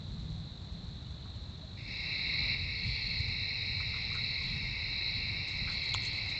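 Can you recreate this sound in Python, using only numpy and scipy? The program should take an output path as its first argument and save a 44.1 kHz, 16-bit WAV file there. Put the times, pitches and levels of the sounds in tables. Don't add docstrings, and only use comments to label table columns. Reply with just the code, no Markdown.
import sys
import numpy as np
from scipy import signal
from scipy.fft import rfft, irfft, next_fast_len
from scipy.io import wavfile

SR = 44100
rng = np.random.default_rng(int(sys.argv[2]) if len(sys.argv) > 2 else 0)


def unload_audio(sound):
    columns = np.transpose(np.atleast_2d(sound))
    steps = np.round(np.clip(columns, -1, 1) * 32767)
    wavfile.write(sys.argv[1], SR, steps.astype(np.int16))


N = 281799

FADE_S, FADE_LENGTH_S = 1.765, 0.92


def gain_of(db):
    return 10 ** (np.asarray(db) / 20)


def noise(count=N):
    return rng.standard_normal(count)


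def evened(x):
    return x / np.sqrt(np.mean(x ** 2) + 1e-20)


def curves(rows):
    s, *columns = np.transpose(rows)
    return [np.interp(np.arange(N) / SR, s, column) for column in columns]


def coloured(x, points):
    size = next_fast_len(len(x))
    f, db = np.transpose(points)
    log_hz = np.log(np.fft.rfftfreq(size, 1 / SR) + 1)
    shape_db = np.interp(log_hz, np.log(f + 1), db)
    filtered = irfft(rfft(x, size) * gain_of(shape_db), size)
    return evened(filtered[:len(x)])


def add(mix, s, sound):
    part = mix[round(s * SR):][:len(sound)]
    part += sound[:len(part)]


def window(start, length, edge):
    fall = max(start + length - edge, start + edge)
    corners = [start, start + edge, fall, start + length + 1e-3]
    return np.interp(np.arange(N) / SR, corners, [0, 1, 1, 0])


def fades():
    # (time [s], level [dB])
    warm_level = [(1.755, -60), (1.775, -14.5), (1.87, -11), (1.89, -5.5), (2.05, -2), (2.25, 0.5),
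                  (2.54, 3), (2.575, -2.5), (2.9, -2)]
    gone = np.clip((np.arange(N) / SR - FADE_S) / FADE_LENGTH_S, 0, 1)
    cool = (1 - gone) ** .3
    return cool, gain_of(curves(warm_level)[0])


def traffic():
    # (time [s], level [dB])
    rumble_level = [(.03, -42), (.2, -39), (.43, -42.5), (.56, -45.5), (.7, -43), (1.05, -44), (1.8, -45.5),
                    (2.06, -44), (2.25, -43.5), (2.5, -40), (2.7, -41), (2.78, -48), (2.88, -34),
                    (2.97, -45.5), (3.08, -39), (3.36, -40), (3.54, -47), (3.7, -42.5), (4.4, -43.5),
                    (4.52, -38), (5.07, -47.5), (5.16, -39), (5.53, -45), (5.6, -37.5), (5.86, -47),
                    (5.95, -40), (6.1, -43.5)]
    # (frequency [Hz], relative level [dB])
    cool_tone = [(12, -57), (20, -26), (41, -3.5), (59, 2), (102, 1.5), (130, -4), (161, -3), (229, -13),
                 (247, -17.5), (300, -21), (390, -40), (660, -120)]
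    warm_tone = [(12, -36), (22, -12.5), (50, -1.5), (75, -2.5), (92, 2), (102, -2), (117, -2), (140, -4.5),
                 (160, -8.5), (215, -15), (300, -30), (390, -58), (660, -120)]
    cool, _ = fades()
    lumps_db = 0.5 * coloured(noise(), [(1, -10), (3, 0), (7, 0), (15, -30)])
    blend = cool * coloured(noise(), cool_tone) + np.sqrt(1 - cool ** 2) * coloured(noise(), warm_tone)
    return gain_of(curves(rumble_level)[0] + lumps_db) * blend


def air():
    # (frequency [Hz], relative level [dB])
    cool_tone = [(200, -4), (300, -0.5), (500, -6), (900, -8.5), (1500, -13.5), (2700, -15.5),
                 (5200, -21.5), (7400, -27), (8800, -30)]
    warm_tone = [(200, -2.5), (300, 2.5), (500, -3), (900, -2), (1400, -8), (1700, -9.5), (2900, -4.5),
                 (3450, -14), (5500, -15.5), (5900, -26.5), (7400, -31.5), (8800, -31)]
    cool_db, warm_start_db, rise_db_per_s = -57.5, -56.5, 1.12
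    cool, warm = fades()
    warm_db = warm_start_db + rise_db_per_s * (np.arange(N) / SR - FADE_S)
    cool_wash = cool * gain_of(cool_db) * coloured(noise(), cool_tone)
    return cool_wash + warm * gain_of(warm_db) * coloured(noise(), warm_tone)


def drone():
    hz, start_db, fall_db_per_s = 162, -48, 9
    narrow = [(hz * .5, -120), (hz * .92, -8), (hz, 0), (hz * 1.08, -8), (hz * 2, -120)]
    level_db = start_db - fall_db_per_s * np.arange(N) / SR
    return gain_of(level_db) * coloured(noise(), narrow)


def chorus(kind, wing, count=24):
    db, rate, spread, duty, near_db = kind
    t = np.arange(0, N + 32, 32) / SR
    beats = rate * (1 + spread * np.r_[0, rng.uniform(-1, 1, count - 1)])
    stroke = (beats[:, None] * t + rng.random((count, 1))) % 1
    sounding = np.minimum(stroke / np.clip(duty, .1, 1), 1)
    power = np.sin(np.pi * sounding) ** 2
    power[0] *= gain_of(2 * near_db)
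    envelope = np.sqrt(np.interp(np.arange(N) / SR, t, power.sum(0)))
    return gain_of(db) * coloured(envelope * noise(), wing)


def cool_trill():
    # (level before the fade [dB], wing strokes [1/s], spread of that rate [share],
    # sounding part of a stroke [share], extra level of the nearest singer [dB])
    cool_kind = (-54, 51, .18, .6, 9)
    # (frequency [Hz], relative level [dB])
    cool_wing = [(2900, -46), (3250, -14.5), (3500, -6), (3800, -1), (4100, 1), (4350, -7), (4600, -12.5),
                 (5100, -43)]
    return fades()[0] * chorus(cool_kind, cool_wing)


def chirps():
    # (time [s], peak level [dB], frequency [Hz])
    blips = [(1.0495, -64, 2950), (1.1762, -66, 3020), (1.2246, -65, 3010), (1.3394, -64, 3030),
             (1.623, -53.5, 635)]
    length_s = 0.039
    out, u = np.zeros(N), np.arange(0, length_s, 1 / SR)
    swell = np.sin(np.pi * u / length_s)
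    for s, db, hz in blips:
        add(out, s, gain_of(db) * np.sin(2 * np.pi * hz * u) * swell)
    return out


def stick_knocks():
    # (time [s], level before the decay [dB], pitch [Hz], time to sink by 12 dB [s])
    knocks = [(1.254, -55, 1260, .02), (1.509, -58, 1060, .015), (3.8, -46.5, 1310, 0.013),
              (3.935, -48.5, 1265, 0.022), (3.962, -47.5, 1200, 0.018), (4.1116, -53, 1190, 0.027),
              (4.1436, -43.5, 1390, 0.028), (4.41, -56, 1120, 0.019), (5.63, -58, 1060, .016),
              (5.672, -47, 1510, 0.037), (5.698, -48, 1410, 0.021)]
    # (share of its pitch [ratio], relative level [dB])
    stick_tone = [(.3, -60), (.8, -9), (1, 0), (1.15, -8), (2, -60)]
    out, u = np.zeros(N), np.arange(SR // 6) / SR
    for s, db, hz, length in knocks:
        stick = [(hz * share, rel_db) for share, rel_db in stick_tone]
        push = gain_of(db - 12 * u / length) * np.minimum(u / 0.0033, 1)
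        add(out, s, push * coloured(noise(len(u)), stick))
    return out


def bouts():
    # (start [s], length [s], swell of the upper kind [dB], swell of the faint kind [dB])
    bout_rows = [(2.723, 0.53, 7.5, 9), (3.85, 0.3, 0, 5), (4.17, 0.23, 4, 4), (4.35, 0.258, 2.5, 9.5),
                 (5.045, .22, 6, 7), (5.623, 0.66, 6.5, 9)]
    return sum(np.outer(swells, window(s, length, .097)) for s, length, *swells in bout_rows)


def warm_chorus():
    # (base level [dB], wing strokes [1/s], spread of that rate [share],
    # sounding part of a stroke [share], extra level of the nearest singer [dB])
    main_kind = (-39.5, 48, .28, 1, 0)
    deep_kind = (-42.5, 36, .3, .85, 0)
    thin_kind = (-47, 50, .3, .85, 0)
    high_kind = (-53, 62.5, .1, .36, 10)
    upper_kind = (-47, 38, .3, .5, 1.5)
    faint_kind = (-60, 45, .3, .5, 3)
    # (frequency [Hz], relative level [dB])
    main_wing = [(3200, -50.5), (3550, -18), (3700, -7.5), (3850, 0), (3980, 0), (4045, 3.5), (4110, -1.5),
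                 (4200, -4), (4400, -14.5), (4600, -23.5), (4900, -60.5), (6000, -72)]
    deep_wing = [(1600, -47.5), (1780, -21), (1900, -10), (2000, -8), (2130, 0.5), (2350, -1.5),
                 (2450, -14.5), (2600, -54), (5500, -70)]
    thin_wing = [(2350, -39), (2480, -2), (2600, 1), (2700, 0), (2770, -5.5), (2810, -14.5), (2950, -18),
                 (3100, -54.5)]
    high_wing = [(4200, -33.5), (4450, -11), (4800, 2), (5200, -3.5), (5450, -5.5), (5600, -10),
                 (5800, -24), (6100, -50)]
    upper_wing = [(3800, -44), (4100, -6.5), (4280, 2.5), (4450, -6), (4600, -8.5), (4750, -25.5),
                  (5100, -48), (6000, -65)]
    faint_wing = [(2900, -40), (3100, -8), (3270, -6), (3480, -1.5), (3600, -8), (3900, -44)]
    # (time [s], level over base [dB])
    main_level = [(1.77, -3), (2.3, 1.5), (2.85, -1), (3.3, 2), (3.75, 2.5), (4, 0), (4.3, 4), (4.65, -2.5),
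                  (5.05, 4), (5.45, -0.5), (5.9, 2.5), (6.1, -1), (6.39, 1.5)]
    # (time [s], level over base [dB])
    high_level = [(1.87, 2), (1.9, 4), (2.15, 0.5), (2.55, 0), (3, 2.6), (5.4, 2.4), (5.8, 3.2),
                  (6.39, 1.5)]
    rise_hz_per_db, pull_hz_per_db = 11.5, 5
    main_db, (upper_db, faint_db) = curves(main_level)[0], bouts()
    shift_hz = rise_hz_per_db * main_db + pull_hz_per_db * upper_db
    shift = np.exp(2j * np.pi * np.cumsum(shift_hz) / SR)
    analytic = signal.hilbert(chorus(main_kind, main_wing), next_fast_len(N))[:N]
    singing = gain_of(main_db) * (analytic * shift).real
    singing += gain_of(2) * chorus(deep_kind, deep_wing)
    singing += gain_of(2) * chorus(thin_kind, thin_wing)
    singing += gain_of(curves(high_level)[0]) * chorus(high_kind, high_wing)
    singing += gain_of(upper_db) * chorus(upper_kind, upper_wing)
    singing += gain_of(faint_db - 3) * chorus(faint_kind, faint_wing)
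    return fades()[1] * singing


def shimmer():
    # (time [s], level [dB])
    shimmer_level = [(1.76, -90), (1.88, -69), (2.3, -69), (2.4, -75), (2.55, -75), (2.75, -71),
                     (2.85, -67), (3.2, -68), (3.4, -70.5), (4.1, -68), (4.55, -67), (4.8, -69.5),
                     (5.4, -70.5), (5.8, -68)]
    # (frequency [Hz], relative level [dB])
    shimmer_tone = [(5300, -30), (5800, 1), (6500, 2), (7300, -5), (8800, -5.5)]
    return gain_of(curves(shimmer_level)[0]) * coloured(noise(), shimmer_tone)


def hum():
    start_s, length_s, start_hz, sag_hz_per_s, level_db = 2.5, 2.2, 459, 2, -70
    waver_db = 2.4 * coloured(noise(), [(1, 2.0), (6, -7.5), (15, -35)])
    hz = start_hz - sag_hz_per_s * (np.arange(N) / SR - start_s)
    tone = np.sqrt(2) * np.sin(2 * np.pi * np.cumsum(hz) / SR)
    return window(start_s, length_s, .2) * gain_of(level_db + waver_db) * tone


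def leaves():
    # (time [s], level before the decay [dB], time to sink by 10 dB [s])
    crunches = [(3.802, -58, .009), (3.963, -52, .01), (4.128, -51, 0.038), (4.4134, -52, .035),
                (5.47, -47, 0.032), (5.4974, -60, 0.037), (5.57, -48, 0.0078), (5.684, -50, .035),
                (5.708, -54, .035), (5.8217, -51.5, .04), (5.8835, -47, 0.011), (6.011, -43, .034),
                (6.047, -38.5, .011), (6.117, -52, .035), (6.156, -57.5, .035), (6.256, -50, .009),
                (6.2811, -48.5, .037)]
    # (frequency [Hz], relative level [dB])
    leaf_tone = [(2400, -34.5), (2900, 0.5), (3400, 10), (4200, -13.5), (5800, -2), (6300, 1), (7300, -3),
                 (8200, -4), (8800, -6)]
    weight, u = np.zeros(N), np.arange(SR // 6) / SR
    for s, db, length in crunches:
        attack = np.minimum(u / (0.67 * length), 1)
        add(weight, s, gain_of(db - 10.0 * u / length) * attack)
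    strength = gain_of(3.8 * np.minimum(rng.exponential(1, N), 5))
    clicks = strength * noise() * (rng.random(N) < .15)
    return weight * coloured(clicks, leaf_tone)


def ring(modes):
    t = np.arange(SR // 10) / SR
    ringing = sum(gain_of(db - 60 * t / t60) * np.sin(2 * np.pi * hz * t) for hz, db, t60 in modes)
    return ringing * (1 - np.exp(-t / 0.00038))


def twig_snap():
    # (time [s], level over the modes [dB])
    cracks = [(5.9411, 8), (5.942, -14), (5.9443, -12.5), (5.9472, 2.5)]
    # (frequency [Hz], level [dB], 60 dB decay time [s])
    twig_modes = [(3000, -32.5, 0.00894), (3330, -30.5, 0.013), (3430, -38, 0.019), (2000, -52, .006),
                  (6570, -37, 0.0074), (7070, -33, 0.0063), (8430, -38.5, 0.0067)]
    ground_modes = [(940, -31, .022), (1070, -32, .02), (1220, -31, .018), (560, -46, .03)]
    out = np.zeros(N)
    for s, db in cracks:
        add(out, s, gain_of(db) * ring(twig_modes))
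    add(out, 5.9466, ring(ground_modes))
    return out


def trees(x, t60, wet_db):
    t = np.arange(SR // 3) / SR
    signs = rng.choice([-1., 1.], len(t))
    taps = signs * (rng.random(len(t)) < .05) * gain_of(-60 * t / t60)
    tail = signal.oaconvolve(x, taps / np.linalg.norm(taps))[:len(x)]
    return x + gain_of(wet_db) * tail


def animal():
    return trees(stick_knocks() + leaves() + twig_snap(), t60=.08, wet_db=-9)


def scene():
    background = traffic() + air() + drone() + hum()
    insects = cool_trill() + chirps() + warm_chorus() + shimmer()
    return (background + insects + animal())[None]


def record(dry):
    # (frequency [Hz], level [dB])
    roll_off = [(7400, 0), (8000, -7), (8500, -16), (9000, -28)]
    hz, db = np.transpose(roll_off)
    grid = np.linspace(0, SR / 2, 257)
    microphone = signal.firwin2(255, grid, gain_of(np.interp(grid, hz, db)), fs=SR)
    soft = signal.oaconvolve(dry, microphone[None], "same")
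    band_limit = signal.firwin(301, 8823, window=("kaiser", 9), fs=SR)
    cut = signal.oaconvolve(soft, band_limit[None], "same")
    hiss = signal.oaconvolve(noise(), signal.firwin(201, 15500, fs=SR), "same")
    return cut + gain_of(-93.5) * hiss


dry = scene()
out = record(dry)
unload_audio(out)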